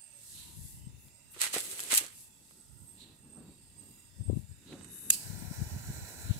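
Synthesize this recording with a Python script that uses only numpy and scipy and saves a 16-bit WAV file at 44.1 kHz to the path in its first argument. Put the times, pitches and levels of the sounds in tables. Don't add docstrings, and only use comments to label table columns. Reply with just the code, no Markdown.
import sys
import numpy as np
from scipy import signal
from scipy.fft import rfft, irfft, next_fast_len
from scipy.io import wavfile
from scipy.ndimage import map_coordinates

SR = 44100
rng = np.random.default_rng(int(sys.argv[2]) if len(sys.argv) > 2 else 0)


def log_audio(samples):
    frames = np.atleast_2d(samples).T
    limited = np.clip(frames, -1, 1)
    pcm = np.round(limited * 32767).astype(np.int16)
    wavfile.write(sys.argv[1], SR, pcm)


N = 281799
TIME = np.arange(N) / SR
HZ = np.maximum(np.arange(N // 2 + 1) * SR / N, 1)

# time in seconds, level in dB.
STOVE_LEVEL = [(0, -60.5), (1.25, -60.5), (2.7, -63), (3.25, -63), (4.0, -60.5), (4.4, -60.5),
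               (4.85, -65.5), (6.39, -70)]
# time in seconds, level in dB, centre in Hz.
WHISTLE_PATH = [(0, -62.5, 8500), (.35, -63, 8260), (.55, -73, 8600), (.65, -78, 8410), (.87, -62, 8300),
                (0.969, -87, 8540), (1.201, -64, 8300), (2.198, -64.5, 8250), (2.36, -72.5, 7960),
                (2.95, -61, 8370), (3.119, -72, 8420), (3.37, -59, 8390), (3.6, -71.5, 8240),
                (4.051, -62, 8300), (4.13, -74, 8270), (4.269, -58, 8340), (4.44, -74.5, 8460),
                (4.529, -61, 8270), (4.62, -89, 8220), (4.87, -63, 8200), (5.4, -63, 8500),
                (6.39, -90, 8500)]
# start and length in seconds, level in dB.
BODY_MOVES = [(0.308, 0.77, -65), (1.36, 0.84, -67.5), (2.419, 0.17, -61.5), (2.849, 0.31, -60),
              (3.715, 0.21, -56.5), (3.3, 0.23, -54), (4.728, 0.18, -50.5), (5.073, 1.7, -57)]
# middle and half length in seconds, level in dB, tilt in dB per octave.
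CLOTH_SWISHES = [(0.35, 0.11, -51, -1), (0.67, 0.09, -51.5, 3.5), (1.043, 0.042, -57, 16),
                 (1.33, 0.017, -52, 10.5), (2.2, 0.051, -52.5, 1.5), (2.524, 0.14, -63, -2.5),
                 (2.88, 0.095, -62, 7), (3.92, 0.094, -60, 12), (4.39, 0.032, -62, 1)]
CLOTH_CHAFES = [(0.387, 0.04, -58.5, 3.5), (0.476, 0.078, -59.5, -4), (3.018, 0.02, -56.5, 8),
                (3.077, 0.062, -65.5, 0), (4.711, 0.029, -58, -0.5), (6.321, 0.042, -49, -4.5)]
# time in seconds, level in dB.
SOFT_THUDS = [(1.364, -45.5), (1.563, -28.5), (1.923, -55), (2.013, -42.5), (2.042, -45), (4.727, -43.5),
              (5.101, -51.5)]
# start and length in seconds, left and right level in dB.
MIC_GUSTS = [(0.333, 0.77, -54, -62), (0.5, 0.53, -47, -55), (2.696, 0.16, -78, -49),
             (4.162, 0.4, -44, -70), (4.27, 0.13, -35.5, -60), (5.248, 0.28, -40, -75),
             (5.574, 0.46, -40, -40.5), (6.16, 0.3, -43, -48.5)]
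# time in seconds, peak in dB, centre in Hz, left minus right in dB.
MIC_EDDIES = [(.537, -44, 87.4, 28), (.593, -33.5, 106, 26), (.654, -32.5, 127, 22), (.742, -35, 92, -11),
              (.78, -39, 117.7, -11), (.873, -29, 121, 26), (2.728, -38.5, 115, -23),
              (2.824, -43, 118.3, -22), (4.211, -27.5, 115, 35), (4.3, -11, 247, 39), (4.307, -21, 111, 33),
              (4.332, -16, 170, 33), (4.338, -30, 119, 28), (4.373, -14.5, 128, 29),
              (4.401, -28.5, 113, 27), (5.264, -34, 94, 27), (5.306, -27, 118, 32), (5.335, -26, 114, 25),
              (5.379, -29, 109, 29), (5.424, -23.5, 152, 34), (5.454, -26, 108, 30),
              (5.514, -18.5, 137, 39), (5.593, -23, 130, 26), (5.622, -13.5, 97, 28),
              (5.64, -37, 131.3, -17), (5.72, -31, 105, -16), (5.764, -20, 116, -20),
              (5.889, -27.5, 114, -10), (5.988, -26.5, 106, -11), (6.297, -21.5, 115, 20),
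              (6.311, -11, 97, 28), (6.365, -25.5, 124, -14)]
# time in seconds, level in dB, tilt in dB per octave.
SHARP_CLICKS = [(1.084, -47.5, -1), (1.4167, -12, 3.5), (1.441, -20, -3.5), (1.467, -23.5, -1),
                (1.533, -36, 3), (1.542, -23, -3.5), (1.5832, -18.5, 3.5), (1.605, -22, 2), (1.714, -28, 5),
                (1.788, -37, 4), (1.794, -27, 0), (1.804, -23, 1), (1.837, -28, 9), (1.921, -17, 0.5),
                (1.931, -17, -8), (1.935, -28.5, -2), (1.9402, -9, 6), (1.943, -17, 8), (1.9496, -9, 4),
                (1.959, -19, -1), (1.9743, -11, 13), (1.978, -5.5, 6.5), (1.991, -26, 3), (2.065, -32, 2),
                (2.51, -45, -8), (4.73, -36.5, -5.5), (4.811, -31, -10), (4.846, -39.5, 1)]
# start and end in seconds, level in dB, first and last tilt in dB per octave.
SOLE_STROKES = [(1.344, 1.394, -55, -1, 0), (1.411, 1.441, -31.5, 1, 0.5), (1.534, 1.554, -34.5, 3, -0.5),
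                (1.58, 1.922, -44, 7, 2), (1.917, 1.96, -28.5, -1, 8), (1.9755, 1.978, -18.5, 5.5, 5.5),
                (1.984, 1.986, -32, 4.5, 4)]
# time in seconds, left and right gain in dB.
FOOT_POSITION = [(1.4, 0, -1), (1.85, 1.5, 0.5), (1.95, -1, -1)]
# start and length in seconds, level in dB.
PUFFS_AND_BUMPS = [(3.375, 0.021, -47.5), (4.73, 0.011, -42.5)]

# frequency in Hz, relative spectral level in dB.
JET_TONE = [(25, 31), (100, 21.5), (500, 6.5), (1400, -0.5), (2800, 0.5), (4300, 0), (6000, 0.5),
            (7600, 6.5), (9000, 4), (11000, -0.5), (13000, -3), (15500, 0)]
RUSTLE_TONE = [(25, 3), (90, 5), (200, 8), (350, 1), (650, -15.5), (950, -15), (1500, -25.5), (4000, -37),
               (12000, -66)]
SWISH_TONE = [(200, -19), (1300, -18), (2600, -15), (3900, -0.5), (5200, 2), (8000, 9), (11000, 6),
              (15000, -1.5)]
CHAFE_TONE = [(500, -20.5), (2300, -9), (3050, -3.5), (3400, -3), (3950, 4.5), (4400, -2), (5200, -19),
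              (8000, -14), (15000, -47)]
THUD_TONE = [(30, -23), (100, -3.5), (200, -9), (370, 2.5), (520, -0.5), (700, -8), (1500, -20),
             (2500, -18), (8000, -99)]
WIND_TONE = [(20, -26), (45, -2.5), (75, 2), (115, 2.5), (170, -8.5), (260, -17), (450, -30.5), (1000, -44),
             (4000, -100)]
SOLE_TONE = [(20, -92), (100, -57), (240, -8), (400, -0.5), (560, -6), (850, -2), (1500, 3), (2400, 2.5),
             (4000, 0.5), (5500, -2), (8000, 4), (11000, -4.5), (13000, -9.5), (15500, -11)]
PUFF_BUMP_TONE = [(60, -14), (150, 5.5), (260, 9.5), (420, -2.5), (620, -10), (900, -16), (1500, -19),
                  (2300, -42), (6000, -64)]
GAP_TONE = [(300, -2), (1050, -9), (1650, 3.5), (2400, -12), (4000, -6.5), (6000, -1.5), (8000, -0.5),
            (10300, -11), (15000, -25)]
GAS_TONE = [(300, -40), (1400, -17), (4000, -29), (6000, -5), (8300, -1), (10000, 4), (11200, 8),
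            (13000, -3), (15000, -13)]
FLAME_TONE = [(80, 7), (450, 3.5), (800, 6.5), (1600, 4), (2400, -3.5), (4000, -1.5), (5700, 3.5),
              (7200, 2), (8300, -1), (9600, -9.5), (11000, -2.5), (12600, -2), (15300, -2.5)]
IGNITER_TONE = [(100, -3), (500, -19.5), (1100, -9.5), (1700, -6.5), (2700, -1), (3700, -10), (4800, -8.5),
                (7000, 0), (8300, -1.5), (9400, 1), (11000, -4), (13000, -3), (15500, -5.5)]
YARD_TONE = [(200, -6), (1500, -12.5), (2600, 5.5), (3600, -2), (4800, 10), (6000, 4.5), (8300, 9.5),
             (11000, 6), (13000, 4), (15500, 8.5)]

# centre and width in Hz, gain in dB.
HISS_RESONANCES = [(874, 87, 9), (1820, 200, 3), (2670, 166, 9), (3460, 180, 3), (4220, 94, -8),
                   (5020, 130, 9), (5100, 80, -2), (5800, 350, -1.5), (7340, 85, 10.5), (7550, 89, 6.5),
                   (8150, 70, -8)]
HAND_GAP_BANDS = [(2600, 140, 11), (2760, 77, -5), (2930, 80, 12.5), (3240, 140, -19), (3730, 100, 13.5),
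                  (4450, 200, -19), (4830, 110, 5), (5170, 220, -30), (6150, 100, -9)]
GAS_GAP_NOTCHES = [(4450, 200, -26), (5120, 130, -28), (6200, 110, -10), (9600, 180, -9)]
FLAME_COMB_LEFT = [(1230, 270, -14), (1650, 120, -27), (2060, 43, -8), (2450, 68, 2), (2900, 83, 3),
                   (3340, 135, -22), (3835, 126, -16), (4360, 160, -17), (5100, 220, -25), (6200, 300, -22),
                   (6900, 110, -20), (7940, 83, 1), (8350, 170, 9), (9100, 150, 4), (9400, 100, 0),
                   (11750, 400, -8)]
FLAME_COMB_RIGHT = [(1193, 97, -38), (2090, 29, -16), (2800, 110, -30), (3210, 124, -37), (3610, 100, -39),
                    (4540, 154, -25), (5030, 99, -28), (5330, 75, -16), (6320, 170, -8), (9100, 200, 2),
                    (9500, 200, -15), (10900, 490, -26)]
BARREL_RING = [(1550, 250, 2), (2160, 260, -14.5), (2780, 330, 0), (3360, 130, -6), (4850, 120, 8.5),
               (5540, 200, -5), (7040, 1300, 8.5), (8200, 260, 2.5), (8220, 120, 8), (10650, 610, 7)]

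# frequency in Hz, gain in dB.
MIC_LEFT = [(500, -4), (1500, -3.5), (4000, -3), (6000, -6), (7800, -9.5), (8450, -10.5), (9300, -1),
            (10900, 8.5), (13000, 2.5), (15500, -3.5)]
MIC_RIGHT = [(500, -4.5), (1500, 0), (4000, 5), (6000, 1.5), (7800, 3.5), (8300, 6.5), (8800, 4.5),
             (9600, -7), (10200, -8.5), (11500, -7), (13000, -9), (15500, -2.5)]

STRIKE_S = 5.1038


def from_db(db):
    return 10 ** (np.asarray(db) / 20)


def gains(rows):
    s, *columns = np.transpose(rows)
    return [from_db(np.interp(TIME, s, c)) for c in columns]


def response(points, tilt_db=0, at=HZ):
    hz, db = np.transpose(points)
    return from_db(np.interp(np.log(at), np.log(hz), db) + tilt_db * np.log2(at / 1000))


def ripple(bands):
    level = np.zeros(len(HZ))
    for hz, width, db in bands:
        near = slice(*np.searchsorted(HZ, [hz - 3 * width, hz + 3 * width]))
        level[near] += db * np.exp(-((HZ[near] - hz) / width) ** 2)
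    return from_db(level)


def colour(x, gain):
    return irfft(rfft(x) * gain / np.sqrt(np.mean(gain ** 2)), N)


def stereo_noise(alike, lag_ms=0):
    shared = rng.standard_normal(N)
    direct = np.array([np.roll(shared, round(lag_ms * SR / 1000)), shared])
    return np.sqrt(alike) * direct + np.sqrt(1 - alike) * rng.standard_normal((2, N))


def flutter(per_s, depth_db):
    knots = rng.standard_normal(8192)
    return from_db(depth_db * np.interp(TIME * per_s, np.arange(len(knots)), knots))


def shimmer(x, per_s, depth_db, width_hz):
    hz, s, spectra = signal.stft(x, SR, nperseg=512)
    grid = np.meshgrid(hz / width_hz, s * per_s, indexing="ij")
    knots = rng.standard_normal((2, 128, 128))
    patches = np.array([map_coordinates(port, grid, order=1, mode="mirror") for port in knots])
    return signal.istft(spectra * from_db(depth_db * patches), SR)[1][:, :N]


def swell(s, half, db):
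    return from_db(db) * np.exp(-.5 * np.minimum(((TIME - s) / half) ** 2, 100))


def burst(s, length, db, attack_s, release_s):
    near = slice(*np.searchsorted(TIME, [s - 10 * attack_s, s + length + 10 * release_s]))
    before = np.maximum(s - TIME[near], 0)
    after = np.maximum(TIME[near] - s - length, 0)
    out = np.zeros(N)
    out[near] = from_db(db) * np.exp(-before / attack_s - after / release_s)
    return out


def together(envelopes):
    return np.sqrt(sum(e ** 2 for e in envelopes))


def scatter(x, db, reach_ms, count=14):
    lags = (rng.uniform(.05, 1, (2, count)) * reach_ms * SR / 1000).astype(int)
    signs = rng.choice([-1, 1], (2, count))
    echoes = [sum(sign * np.roll(port, lag) for lag, sign in zip(port_lags, port_signs))
              for port, port_lags, port_signs in zip(x, lags, signs)]
    return x + from_db(db) * np.array(echoes) / np.sqrt(count)


def rub(texture, strokes, spectrum):
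    out = np.zeros((2, N))
    for envelope, tilt_db in strokes:
        near = np.flatnonzero(envelope > 1e-3 * envelope.max())
        size = next_fast_len(len(near) + 1024)
        hz = np.maximum(np.arange(size // 2 + 1) * SR / size, 1)
        gain = response(spectrum, tilt_db, hz)
        part = rfft(texture[:, near] * envelope[near], size) * gain / np.sqrt(np.mean(gain ** 2))
        out[:, near] += irfft(part, size)[:, :len(near)]
    return out


def stove(left_hollowness=0.99):
    resonances = ripple(HISS_RESONANCES) ** np.array([[left_hollowness], [1]])
    hiss = colour(stereo_noise(alike=0.17), response(JET_TONE) * resonances)
    hiss = scatter(hiss, db=-1.5, reach_ms=8)
    return shimmer(hiss, per_s=6, depth_db=5.5, width_hz=200) * gains(STOVE_LEVEL)[0]


def whistle(width_hz=85):
    s, db, hz = np.transpose(WHISTLE_PATH)
    unsteady = colour(rng.standard_normal((2, N)), 1 / (1 + (HZ / width_hz) ** 2))
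    phase = 2 * np.pi * np.cumsum(np.interp(TIME, s, hz)) / SR
    level = from_db(np.interp(TIME, s, db)) * flutter(per_s=25, depth_db=4.0)
    tone = unsteady[0] * np.cos(phase) + unsteady[1] * np.sin(phase)
    return level * tone * from_db([[-2], [0]])


def body(still_db=-75.5, drag_db=-55, attack_s=0.094, release_s=0.1):
    knocks = [burst(s, 0.00045, db, attack_s=0.0018, release_s=0.0099) for s, db in SOFT_THUDS]
    start, end, *_ = max(SOLE_STROKES, key=lambda row: row[1] - row[0])
    drag = burst(start, end - start, drag_db, attack_s, release_s)
    thuds = colour(stereo_noise(alike=0.95), response(THUD_TONE)) * together(knocks + [drag])
    moves = [burst(*move, attack_s, release_s) for move in BODY_MOVES]
    moving = together(moves + [from_db(still_db)])
    rustle = colour(stereo_noise(alike=0.92), response(RUSTLE_TONE, tilt_db=-0.5))
    return thuds + rustle * moving * flutter(per_s=16, depth_db=2.86)


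def clothes():
    swishes = [(swell(s, half, db), tilt_db) for s, half, db, tilt_db in CLOTH_SWISHES]
    chafes = [(swell(s, half, db), tilt_db) for s, half, db, tilt_db in CLOTH_CHAFES]
    swishing = rub(stereo_noise(alike=0.091), swishes, SWISH_TONE)
    return swishing + rub(stereo_noise(alike=0.099), chafes, CHAFE_TONE)


def wind(wake_db=-9.5, wake_s=0.0096, sharp_db=-16):
    left = together(burst(s, length, db, attack_s=.02, release_s=.035) for s, length, db, _ in MIC_GUSTS)
    right = together(burst(s, length, db, attack_s=.02, release_s=.035) for s, length, _, db in MIC_GUSTS)
    churn = colour(rng.standard_normal((2, N)), response(WIND_TONE))
    air = churn * [left, right] * flutter(per_s=52, depth_db=4.5)
    for k, (s, db, hz, pan_db) in enumerate(MIC_EDDIES):
        near = np.abs(TIME - s) < .06
        age = TIME[near] - s
        roundness = 2 + max(sharp_db - db, 0)
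        spread = (np.pi * hz * age) ** 2 / roundness
        polarity = (-1) ** (k + 1)
        lump = polarity * (1 - (2 * roundness + 1) * spread) / (1 + spread) ** (roundness + 2)
        wake = churn[:, near] * from_db(wake_db) * np.exp(-np.abs(age) / wake_s)
        port_db = db + np.minimum([[pan_db], [-pan_db]], 0)
        air[:, near] += from_db(port_db) * (lump + wake)
    return air


def scuffs(attack_s=0.0071, release_s=0.025, tail_db=-8, tail_s=0.054):
    strokes, tails = [], []
    for s, end, db, heel_tilt_db, toe_tilt_db in SOLE_STROKES:
        length = end - s
        push = burst(s, length, db, min(attack_s, length), min(release_s, length))
        rolled = np.clip((TIME - s) / length, 0, 1)
        strokes += [(push * (1 - rolled), heel_tilt_db), (push * rolled, toe_tilt_db)]
        built_up = np.sqrt(1 - np.exp(-2 * length / tail_s))
        tails.append(built_up * burst(end, 0, db + tail_db, attack_s, tail_s))
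    return strokes + [(together(tails), 0)]


def scrapes_and_clicks(grains_per_s=5000, spread_db=1.3, smooth_db=-3):
    sizes = from_db(spread_db * np.minimum(rng.exponential(1, N), 3.5))
    grains = sizes * (rng.random(N) < grains_per_s / SR)
    pressure = np.sqrt(grains ** 2 / np.mean(grains ** 2) + from_db(smooth_db) ** 2)
    texture = stereo_noise(alike=0.044, lag_ms=.3) * pressure / np.sqrt(np.mean(pressure ** 2))
    scrape = rub(texture * flutter(per_s=130, depth_db=1.2), scuffs(), SOLE_TONE)
    snaps = [(burst(s, 0, db, attack_s=.0001, release_s=.0005), tilt) for s, db, tilt in SHARP_CLICKS]
    clicks = rub(stereo_noise(alike=0.57, lag_ms=.3), snaps, SOLE_TONE)
    return scatter(scrape + clicks, db=-6.5, reach_ms=9) * gains(FOOT_POSITION)


def puffs_and_bumps():
    envelope = together(burst(*row, attack_s=.03, release_s=.06) for row in PUFFS_AND_BUMPS)
    return colour(stereo_noise(alike=0.86), response(PUFF_BUMP_TONE)) * envelope


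def reach(start_s=4.78):
    closeness = burst(start_s, STRIKE_S - start_s, db=-58, attack_s=0.18, release_s=0.12)
    hiss = colour(stereo_noise(alike=0.17), response(GAP_TONE) * ripple(HAND_GAP_BANDS))
    return hiss * closeness * from_db([[-5], [0]])


def unlit_gas(open_s=4.93):
    flow = burst(open_s, STRIKE_S - open_s, db=-50, attack_s=.03, release_s=.09)
    leak = colour(stereo_noise(alike=0.21, lag_ms=.13), response(GAS_TONE) * ripple(GAS_GAP_NOTCHES))
    return leak * flow * from_db([[0], [-.5]])


def igniter(trip_lead_s=0.002, echo_delay_s=0.033, tail_db=-35, tail_t60_s=0.65):
    trip = burst(STRIKE_S - trip_lead_s, 0, db=-21.5, attack_s=0.0005, release_s=0.0019)
    strike = burst(STRIKE_S, 0.002, db=-10, attack_s=0.0005, release_s=0.0019)
    ring = ripple(BARREL_RING)
    hammer = stereo_noise(alike=0.6, lag_ms=.2) * together([trip, strike])
    snap = colour(hammer, response(IGNITER_TONE) * ring)
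    age = TIME - STRIKE_S
    echo = swell(STRIKE_S + echo_delay_s, half=0.011, db=-34)
    tail = (age > 0) * from_db(tail_db - 60 * np.abs(age) / tail_t60_s)
    yard = colour(stereo_noise(alike=0.098) * (echo + tail), response(YARD_TONE) * np.sqrt(ring))
    return snap + yard


def flame(start_db=-61.5, steady_db=-47.5, settle_s=0.094):
    unsettled = np.exp(-np.maximum(TIME - STRIKE_S, 0) / settle_s)
    level = (TIME > STRIKE_S) * from_db(steady_db + (start_db - steady_db) * unsettled)
    comb = np.array([ripple(FLAME_COMB_LEFT), ripple(FLAME_COMB_RIGHT)])
    rush = colour(stereo_noise(alike=0.43, lag_ms=.13), response(FLAME_TONE) * comb)
    rush = shimmer(rush, per_s=7, depth_db=2.0, width_hz=454) * level
    return rush * flutter(per_s=24, depth_db=1.0) * from_db([[-1], [.5]])


def scene():
    background = stove() + whistle() + reach()
    movement = scrapes_and_clicks() + body() + clothes() + puffs_and_bumps()
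    lighter = unlit_gas() + flame() + igniter()
    return background + movement + lighter + wind()


def record(dry, low_cut_hz=52, high_cut_hz=15600, ceiling=.8):
    ports = np.array([response(MIC_LEFT), response(MIC_RIGHT)])
    high_pass = HZ ** 2 / np.hypot(HZ ** 2, low_cut_hz ** 2)
    picked_up = irfft(rfft(dry) * ports * high_pass, N)
    rounded = ceiling * np.tanh(picked_up / ceiling)
    low_pass = 1 / np.sqrt(1 + (HZ / high_cut_hz) ** 240)
    return irfft(rfft(rounded) * low_pass, N)


dry = scene()
out = record(dry)
log_audio(out)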